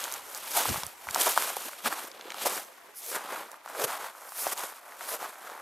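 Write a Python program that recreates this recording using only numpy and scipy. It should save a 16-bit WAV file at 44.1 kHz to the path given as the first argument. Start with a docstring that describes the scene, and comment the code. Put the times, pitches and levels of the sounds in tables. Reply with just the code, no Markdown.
"""Heard: crisp footsteps on frozen turf, cracking ice, snapping grass, a faint brook, early puffs of air; no echo.
Boots swing, land and roll: load curves drive dense random clicks, filtered as soil, crust, stalks and frost.
Ice plates and blades are filtered single clicks with a splinter trail; crackles and hollow turf are narrow bands.
The brook is chirped decaying sines over filtered clicks, fading slowly; air is low-pitched filtered noise."""
import sys
import numpy as np
from scipy import signal
from scipy.fft import rfft, irfft
from scipy.io import wavfile

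SR = 44100
rng = np.random.default_rng(int(sys.argv[2]) if len(sys.argv) > 2 else 0)


def unload_audio(sound):
    """Save the sound as a 16-bit wav file, at the path given as the first command line argument."""
    columns = np.transpose(np.atleast_2d(sound))
    # keep every value between -1 and 1, then stretch to whole-number steps
    steps = np.round(np.clip(columns, -1, 1) * 32767)
    wavfile.write(sys.argv[1], SR, steps.astype(np.int16))


N = 247401
TIME_S = np.arange(N) / SR

# Boot swinging through grass. Each row: end in seconds, length in seconds,
# crust, frost and stalk load at the end in dB.
SWING_ROWS = [(0.385, 0.13, -46, -44, -54.5), (0.477, .07, -44.5, -41.5, -47.5),
              (0.565, 0.041, -36, -31, -40), (1.114, 0.12, -50.5, -49, -59), (1.179, .04, -33, -34, -41),
              (1.79, 0.15, -58, -51, -54), (1.851, 0.0086, -38, -37, -43), (2.39, 0.24, -46.5, -54, -51.5),
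              (2.428, 0.016, -38, -35, -37.5), (2.89, .16, -54.5, -67, -73),
              (3.159, 0.13, -49.5, -38, -49.5), (3.304, 0.18, -40.5, -50, -51.5),
              (3.545, 0.097, -48.5, -57, -69), (3.804, 0.12, -40, -46.5, -52.5),
              (4.28, 0.14, -47, -50.5, -63.5), (4.502, .12, -38, -36, -45),
              (4.952, 0.11, -47, -54.5, -62.5), (5.15, 0.14, -39.5, -40.5, -48),
              (5.472, 0.091, -43, -51, -56.5)]
# Heel or sole coming down. Each row: centre in seconds, bell half length in seconds, crust load in dB,
# frost load in dB, boom of the hollow turf in dB, boom pitch in Hz.
FOOTFALL_ROWS = [(0.577, 0.011, -31.5, -25, -29, 826), (1.216, 0.0073, -51, -25.5, -46, 398),
                 (1.273, 0.0087, -27, -36, -36.5, 457), (1.666, 0.012, -46.5, -42.5, -51, 306),
                 (1.869, 0.011, -27, -31, -40, 220), (1.926, 0.017, -36.5, -38.5, -54, 294),
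                 (2.47, 0.01, -30, -26.5, -30, 626), (3.115, 0.021, -60, -46, -46, 480),
                 (3.161, 0.018, -33, -42, -57, 466), (3.82, 0.029, -33.5, -35.5, -34, 490),
                 (3.844, 0.0057, -31.5, -28.5, -51, 137), (4.473, 0.0062, -34.5, -39, -36, 660),
                 (4.526, 0.0079, -35, -30.5, -49, 387), (5.138, .014, -41, -36.5, -38, 540),
                 (5.226, 0.024, -39, -45, -58, 397)]
# Weight rolling over the sole. Each row: start in seconds, length in seconds, release in seconds,
# crust load in dB, frost load in dB.
ROLL_ROWS = [(0, 0.16, 0.067, -40, -40), (.59, 0.16, .03, -35, -32), (0.762, 0.041, 0.061, -41, -39.5),
             (1.199, .11, 0.046, -33, -28), (1.369, 0.13, 0.053, -34.5, -32.5),
             (1.567, 0.12, 0.046, -43.5, -41.5), (1.968, 0.081, 0.038, -41, -42),
             (2.5, 0.087, 0.037, -37.5, -36), (3.32, 0.058, 0.066, -36.5, -45.5),
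             (3.884, 0.055, 0.054, -35.5, -41), (4.005, 0.063, 0.035, -39, -46),
             (4.584, 0.026, 0.075, -35.5, -37), (5.232, 0.059, 0.07, -43, -48),
             (5.488, 0.16, .03, -44, -54)]
# How much the soil gives: soft in the turf, hard along the ice. Each row: time in seconds, soil over crust in dB.
SOIL_GIVE = [(0, -11.5), (1.3, -12), (1.95, -13), (2.15, -2.5), (2.5, -9.5), (3.35, -13), (4.1, -17.5),
             (4.7, -14.5), (5.55, -16)]
# Spectrum of one fracture in each material. Each row: frequency in Hz, relative gain in dB.
SOIL_SPECTRUM = [(30, -22), (70, -48), (120, -24.5), (180, -3.5), (300, 3.5), (430, 7), (560, 9.5),
                 (800, -62.5), (2000, -57)]
CRUST_SPECTRUM = [(90, -71.5), (300, -18.5), (450, -13), (600, -1), (900, 0), (1350, -1.5), (1800, -6),
                  (2400, -11), (4000, -46), (12000, -33)]
STALK_SPECTRUM = [(500, -36), (1400, -16), (2200, 2), (3300, 3.5), (4500, -0.5), (6500, -11.5),
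                  (14000, -18)]
FROST_SPECTRUM = [(800, -86), (3000, -11), (5000, -1), (7000, 1), (9000, 2), (13000, 4.5), (15500, -6.5)]
# Ice plates breaking. Each row: time in seconds, relative peak in dB, pitch in Hz.
ICE_CRACKS = [(.6555, -14, 1010), (.6888, -17, 940), (.7434, -20, 925), (.7594, -17, 990),
              (.8334, -20.5, 1130), (1.0708, -23.5, 1080), (1.088, -17, 1830), (1.1605, -8.5, 1040),
              (1.2688, -12, 890), (1.3762, -2.5, 1220), (1.4234, -17.5, 1810), (1.568, -16, 814),
              (1.7329, -27, 1780), (1.9105, -25, 1190), (1.9258, -16, 1290), (2.32, -26, 1940),
              (2.3447, -23, 1100), (2.3835, -26, 1020), (2.4582, -11.5, 720), (2.5108, -21, 1250),
              (3.5422, -28.5, 1350), (3.6607, -23, 1066), (3.677, -25.5, 1270), (4.321, -24.5, 1150),
              (4.4678, -11.5, 870), (4.9221, -30, 1690), (5.0095, -24, 1570), (5.2278, -19.5, 890),
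              (5.4992, -24, 1240)]
# Frozen blades snapping. Each row: time in seconds, relative peak in dB, pitch in Hz.
BLADE_SNAPS = [(.0405, -17.5, 6730), (.1156, -25, 7000), (.1236, -17, 11180), (.1395, -18, 7800),
               (.3482, -22.5, 8700), (.3756, -25, 11000), (.6406, -25, 10180), (.6914, -17, 6520),
               (.8345, -19, 5000), (.866, -19, 10400), (1.1094, -21.5, 7540), (1.1461, -10.5, 7680),
               (1.2135, -14, 3300), (1.4235, -17.5, 7540), (1.5673, -20.5, 10290), (2.1156, -34, 4190),
               (2.2109, -28.5, 3300), (2.3039, -25, 3630), (2.3199, -29, 4300), (2.3435, -31.5, 5260),
               (2.383, -37, 3460), (3.516, -29, 10400), (4.2921, -30, 9250), (4.5767, -25, 7550)]
# Spectrum of one break. Each row: multiple of its pitch, relative gain in dB.
ICE_SHAPE = [(.06, -43), (.15, -24), (.3, -24.5), (.55, -4.5), (.85, 2.5), (1.25, -1.5), (1.7, -16),
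             (3, -22.5), (10, -27.5)]
BLADE_SHAPE = [(.05, -34.5), (.22, -35), (.45, -4.5), (.82, -3), (1, 2), (1.2, -5.5), (1.9, -9.5), (4, -47)]
# Boot brushing powdery hoar frost. Each row: centre in seconds, bell half length in seconds, level in dB.
SWISH_ROWS = [(2.983, 0.019, -41.5), (3.093, 0.026, -40.5), (4.315, 0.037, -48), (4.416, 0.034, -33),
              (5.101, 0.015, -35.5)]
# Spectrum of powder grains. Each row: frequency in Hz, relative gain in dB.
POWDER_SPECTRUM = [(2000, -40), (5000, -5), (7500, -7), (10000, 2), (12000, 2), (15500, -6)]
# Wash of the brook. Each row: frequency in Hz, relative gain in dB.
WATER_SPECTRUM = [(25, -46), (90, -29), (170, -16.5), (350, -2), (650, -5.5), (1100, -8), (2000, -0.5),
                  (4000, -11.5), (8000, -16.5), (15500, -28)]
# Air on the microphone. Each row: centre in seconds, bell half length in seconds, level in dB,
# eddy pitch in Hz, share that differs between the ports from 0 to 1.
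PUFF_ROWS = [(0.707, .014, -32, 122, 0.25), (0.757, 0.01, -45, 111, 0.2), (0.782, 0.0054, -44, 107, 0.13),
             (0.843, 0.0099, -51, 90, 0.03), (0.867, 0.0076, -55, 70, .1), (1.087, 0.016, -57, 70, 0.1),
             (1.11, 0.0046, -50, 101, 0.1)]
# Microphone response. Each row: frequency in Hz, gain in dB.
MIC_RESPONSE = [(20, -3), (80, 0.5), (13400, 0), (14400, 2.5), (15500, -13)]

SWING_GROWTH_DB, SWING_ATTACK_S, SWING_RELEASE_S = 6, 0.037, 0.028  # growth from first touch to the end
ROLL_ATTACK_S, ROLL_SAG_DB_PER_S = 0.018, 25.5
SETTLE_DB, SETTLE_RELEASE_S = -18.5, 0.37  # trodden grass creaks on after the weight has left
STALKS_DB, THINNING_DB_PER_S = -4.5, 0.94  # stalks against the mean of crust and frost; they thin out
CRUST_TOP_HZ, STALK_TOP_HZ = 1650, 5426  # splinter pitch limits
TOP_HZ = 15750


def undb(db):
    """Decibels to gain."""
    return 10 ** (np.asarray(db) / 20)


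def unit(x):
    """Scale to rms 1."""
    return x / np.sqrt(np.mean(x ** 2))


def add(track, start_s, sound):
    """Mix a short sound into a track."""
    start = max(int(start_s * SR), 0)
    track[start:start + len(sound)] += sound[:max(N - start, 0)]


def colour(x, points, size=2048):
    """Minimum-phase filter from (Hz, dB) points: clicks keep their sharp front."""
    hz, db = np.transpose(points)
    log_hz = np.log(np.fft.rfftfreq(size, 1 / SR) + 1)
    log_gain = np.log(undb(np.interp(log_hz, np.log(hz), db)))
    # fold the cepstrum onto positive time
    cepstrum = irfft(log_gain)[:size // 2]
    cepstrum[1:] *= 2
    impulse_response = irfft(np.exp(rfft(cepstrum, size)))
    return signal.fftconvolve(x, impulse_response)[:N]


def walk(rate_hz):
    """Random levels joined by straight lines; rms about 0.86."""
    return 1.05 * np.interp(TIME_S * rate_hz, np.arange(N // 10), rng.standard_normal(N // 10))


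def clicks(rate_hz, scatter_db):
    """Random clicks of either sign: many small ones, a few large."""
    size = undb(scatter_db * np.minimum(rng.exponential(size=N), 5))
    struck = rng.random(N) < rate_hz / SR
    return struck * rng.choice([-1, 1], N) * size


def swell(centre_s, half_s):
    """Bell-shaped rise and fall."""
    return np.exp(-.5 * ((TIME_S - centre_s) / half_s) ** 2)


def stereo(mid, side):
    """Left and right from their common and differing parts."""
    return np.array([mid + side, mid - side])


def stroke(start_s, length_s, attack_s, release_s):
    """Exponential attack, hold and release of one boot movement."""
    before_s = np.minimum(TIME_S - start_s, 0)
    after_s = np.maximum(TIME_S - start_s - length_s, 0)
    return np.exp(before_s / attack_s - after_s / release_s)


def stalk_level_db(at_s, crust_db, frost_db):
    """Stalks stand between crust and frost and break with both."""
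    return (crust_db + frost_db) / 2 + STALKS_DB - THINNING_DB_PER_S * at_s


def loads():
    """Load on crust, frost and stalks: a swing grows, a footfall is a brief blow, a roll sags and settles."""
    power = np.zeros((3, N))
    for end_s, length_s, *levels_db in SWING_ROWS:
        growth = undb(SWING_GROWTH_DB * np.clip((TIME_S - end_s) / length_s, -1, 0))
        swing = growth * stroke(end_s - length_s, length_s, SWING_ATTACK_S, SWING_RELEASE_S)
        power += np.outer(undb(levels_db), swing) ** 2
    for at_s, half_s, crust_db, frost_db, _, _ in FOOTFALL_ROWS:
        levels_db = [crust_db, frost_db, stalk_level_db(at_s, crust_db, frost_db)]
        power += np.outer(undb(levels_db), swell(at_s, half_s)) ** 2
    for start_s, length_s, release_s, crust_db, frost_db in ROLL_ROWS:
        levels_db = [crust_db, frost_db, stalk_level_db(start_s, crust_db, frost_db)]
        sag = undb(-ROLL_SAG_DB_PER_S * np.clip(TIME_S - start_s, 0, length_s))
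        pressing = stroke(start_s, length_s, ROLL_ATTACK_S, release_s)
        settling = undb(SETTLE_DB) * stroke(start_s, length_s, ROLL_ATTACK_S, SETTLE_RELEASE_S)
        power += np.outer(undb(levels_db), sag * np.hypot(pressing, settling)) ** 2
    return np.sqrt(power)


def crunch(spectrum, gain, rate_hz, scatter_db, side_db):
    """Fractures in one material; those beside the boot reach the two ports unequally."""
    hits = unit(clicks(rate_hz, scatter_db)) * gain
    mid = colour(hits, spectrum)
    side = colour(hits * rng.standard_normal(N), spectrum)
    filter_norm = np.sqrt(np.sum(colour(signal.unit_impulse(N), spectrum) ** 2))
    return stereo(mid, undb(side_db) * side) / filter_norm


def steps(crust, frost, stalks):
    """Boots crush crust, stalks and frost in jerks, and the soil gives under the crust."""
    soil = crust * undb(np.interp(TIME_S, *np.transpose(SOIL_GIVE)))
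    jerks = undb(1.73 * walk(130) + 0.33 * walk(700) - 0.45)
    return (crunch(SOIL_SPECTRUM, soil * jerks, rate_hz=690, scatter_db=4.0, side_db=-51)
            + crunch(CRUST_SPECTRUM, crust * jerks * undb(-1.02), rate_hz=2000, scatter_db=1.0, side_db=-23.5)
            + crunch(STALK_SPECTRUM, stalks * jerks * undb(1.55), rate_hz=4000, scatter_db=2.5, side_db=-20.5)
            + crunch(FROST_SPECTRUM, frost * jerks * undb(0.5), rate_hz=12000, scatter_db=3.0, side_db=-103))


def ring_band(x, hz, width, order):
    """Narrow band-pass around one pitch, scaled to rms 1."""
    band = signal.butter(order, [hz / (1 + width), hz * (1 + width)], "band", fs=SR, output="sos")
    return unit(signal.sosfilt(band, x))


def crackles(crust, frost, stalks, low_hz=900, high_hz=11000, width=0.048, rate_hz=24,
             scatter_db=2.0, crackle_db=-7.5, count=36):
    """Brittle splinters ping briefly by size: big ones in the crust, smaller in stalks, tiny in the frost."""
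    out = np.zeros(N)
    for hz in np.geomspace(low_hz, high_hz, count):
        if hz < CRUST_TOP_HZ:
            load = crust
        elif hz < STALK_TOP_HZ:
            load = stalks
        else:
            load = frost
        # the tiny offset avoids dividing by zero without clicks
        out += load * ring_band(clicks(rate_hz, scatter_db) + 1e-18, hz, width, order=1)
    return out * undb(crackle_db) / np.sqrt(count / 3)  # crackle_db is per three bands


def hollows(width=0.2, linger=1.22):
    """The frozen crust bridges soft ground; each footfall rings the gap for a moment."""
    out = np.zeros(N)
    for at_s, half_s, _, _, boom_db, hz in FOOTFALL_ROWS:
        out += undb(boom_db) * swell(at_s, linger * half_s) * ring_band(clicks(3000, 1), hz, width, order=2)
    return out


def fractures(table, shape, splinter_db, splinter_s, side_db, size=2048):
    """Each break is one dry click, coloured by its pitch, with a short decaying trail of splinters."""
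    out, age_s = np.zeros((2, N)), np.arange(size) / SR
    for at_s, peak_db, hz in table:
        splinters = rng.standard_normal(size) ** 3 * np.exp(-age_s / splinter_s)
        force = signal.unit_impulse(size) + undb(splinter_db) * splinters / np.linalg.norm(splinters)
        sound = colour(force, [(hz * multiple, gain_db) for multiple, gain_db in shape])
        sound *= undb(peak_db) / np.abs(signal.hilbert(sound)).max()
        add(out[0], at_s, sound)
        add(out[1], at_s, sound * undb(side_db) * rng.standard_normal())
    return stereo(*out)


def strays(load, centre_hz, octaves, over_db, scatter_db, count):
    """Pieces break at random, louder under more load; rows are time in s, peak in dB, pitch in Hz."""
    place = rng.random(count)
    pitch, size = rng.standard_normal((count, 2)).T
    load_db = 20 * np.log10(load[(place * N).astype(int)] + 1e-9)
    peak_db = load_db + over_db + scatter_db * np.minimum(size, 2)
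    hz = centre_hz * 2 ** (octaves * np.clip(pitch, -2, 2))
    return zip(place * N / SR, peak_db, hz)


def debris(crust, frost, stalks):
    """Stray ice chips follow the crust load, bits of blade the frost and stalk load."""
    chips = strays(crust, centre_hz=1170, octaves=0.27, over_db=13.5, scatter_db=1.5, count=70)
    bits = strays(np.sqrt(frost * stalks), centre_hz=5200, octaves=0.61, over_db=4, scatter_db=1.5, count=300)
    return (fractures(chips, ICE_SHAPE, splinter_db=-7.5, splinter_s=0.0018, side_db=-22)
            + fractures(bits, BLADE_SHAPE, splinter_db=5, splinter_s=0.0045, side_db=-55))


def swishes():
    """Powder grains are so fine and so many that they merge into a bright hiss."""
    gain = sum(undb(level_db) * swell(at_s, half_s) for at_s, half_s, level_db in SWISH_ROWS)
    return crunch(POWDER_SPECTRUM, gain, rate_hz=45000, scatter_db=4.0, side_db=-36)


def brook(rate_hz=190, centre_hz=980, octaves=.42, decay_cycles=12, start_db=-55.5, side_db=-4,
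          receding_db_per_s=1.54):
    """Small bubbles ring and rise in pitch over the wash of water on stones; wide, slowly left behind."""
    bubbles, t = np.zeros((2, N)), np.arange(SR // 9) / SR
    for pitch, size, pan in rng.standard_normal((int(rate_hz * N / SR), 3)):
        start_s = rng.random() * N / SR
        hz = centre_hz * 2 ** (octaves * pitch)
        age = t * hz / decay_cycles
        envelope = undb(3 * size) * (1 - np.exp(-t * hz)) * np.exp(-age)
        rise = 1 + 0.0213 * np.minimum(age, 6)
        ring = envelope * np.sin(2 * np.pi * hz * t * rise)
        add(bubbles[0], start_s, ring)
        add(bubbles[1], start_s, ring * np.tanh(pan))
    flow = undb(0.53 * walk(25))
    mid, side = (unit(b) + flow * unit(colour(clicks(5000, 3.9), WATER_SPECTRUM)) for b in bubbles)
    return stereo(mid, undb(side_db) * side) * undb(start_db - receding_db_per_s * TIME_S)


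def eddies(hz):
    """Turbulence at the ports: noise strongest near one low pitch, rms 1."""
    points = [(hz / 5, -26), (hz * 0.87, -1), (hz * 0.75, 0), (hz * 2.7, -9), (hz * 5, -28), (hz * 20, -65)]
    return unit(colour(rng.standard_normal(N), points))


def wind(start_db=-76, calming_db_per_s=5):
    """Eddies thump on the ports, over a faint rumble of moving air that dies away."""
    out = stereo(eddies(66), 0.26 * eddies(60)) * undb(start_db - calming_db_per_s * TIME_S)
    for at_s, half_s, level_db, hz, apart in PUFF_ROWS:
        common = np.sqrt(1 - apart) * eddies(hz)
        # smaller eddies differ between the ports
        differing = np.sqrt(apart) * eddies(1.6 * hz)
        out += undb(level_db) * swell(at_s, half_s) * stereo(common, differing)
    return out


def scene():
    """Steps, breaking ice and snapping grass close by; water and air around them."""
    crust, frost, stalks = loads()
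    boots = undb(-0.6) * steps(crust, frost, stalks) + crackles(crust, frost, stalks) + hollows() + swishes()
    ice = fractures(ICE_CRACKS, ICE_SHAPE, splinter_db=-7, splinter_s=0.0039, side_db=-38)
    blades = fractures(BLADE_SNAPS, BLADE_SHAPE, splinter_db=3, splinter_s=0.0012, side_db=-13)
    breaks = undb(-1.5) * ice + undb(1.5) * blades + debris(crust, frost, stalks)
    return boots + breaks + brook() + wind()


def record(dry):
    """The microphone colours each channel, then the recorder cuts the top with a steep low-pass."""
    heard = np.array([colour(channel, MIC_RESPONSE) for channel in dry])
    return signal.sosfilt(signal.ellip(10, .2, 75, TOP_HZ, fs=SR, output="sos"), heard)


dry = scene()
out = record(dry)
unload_audio(out)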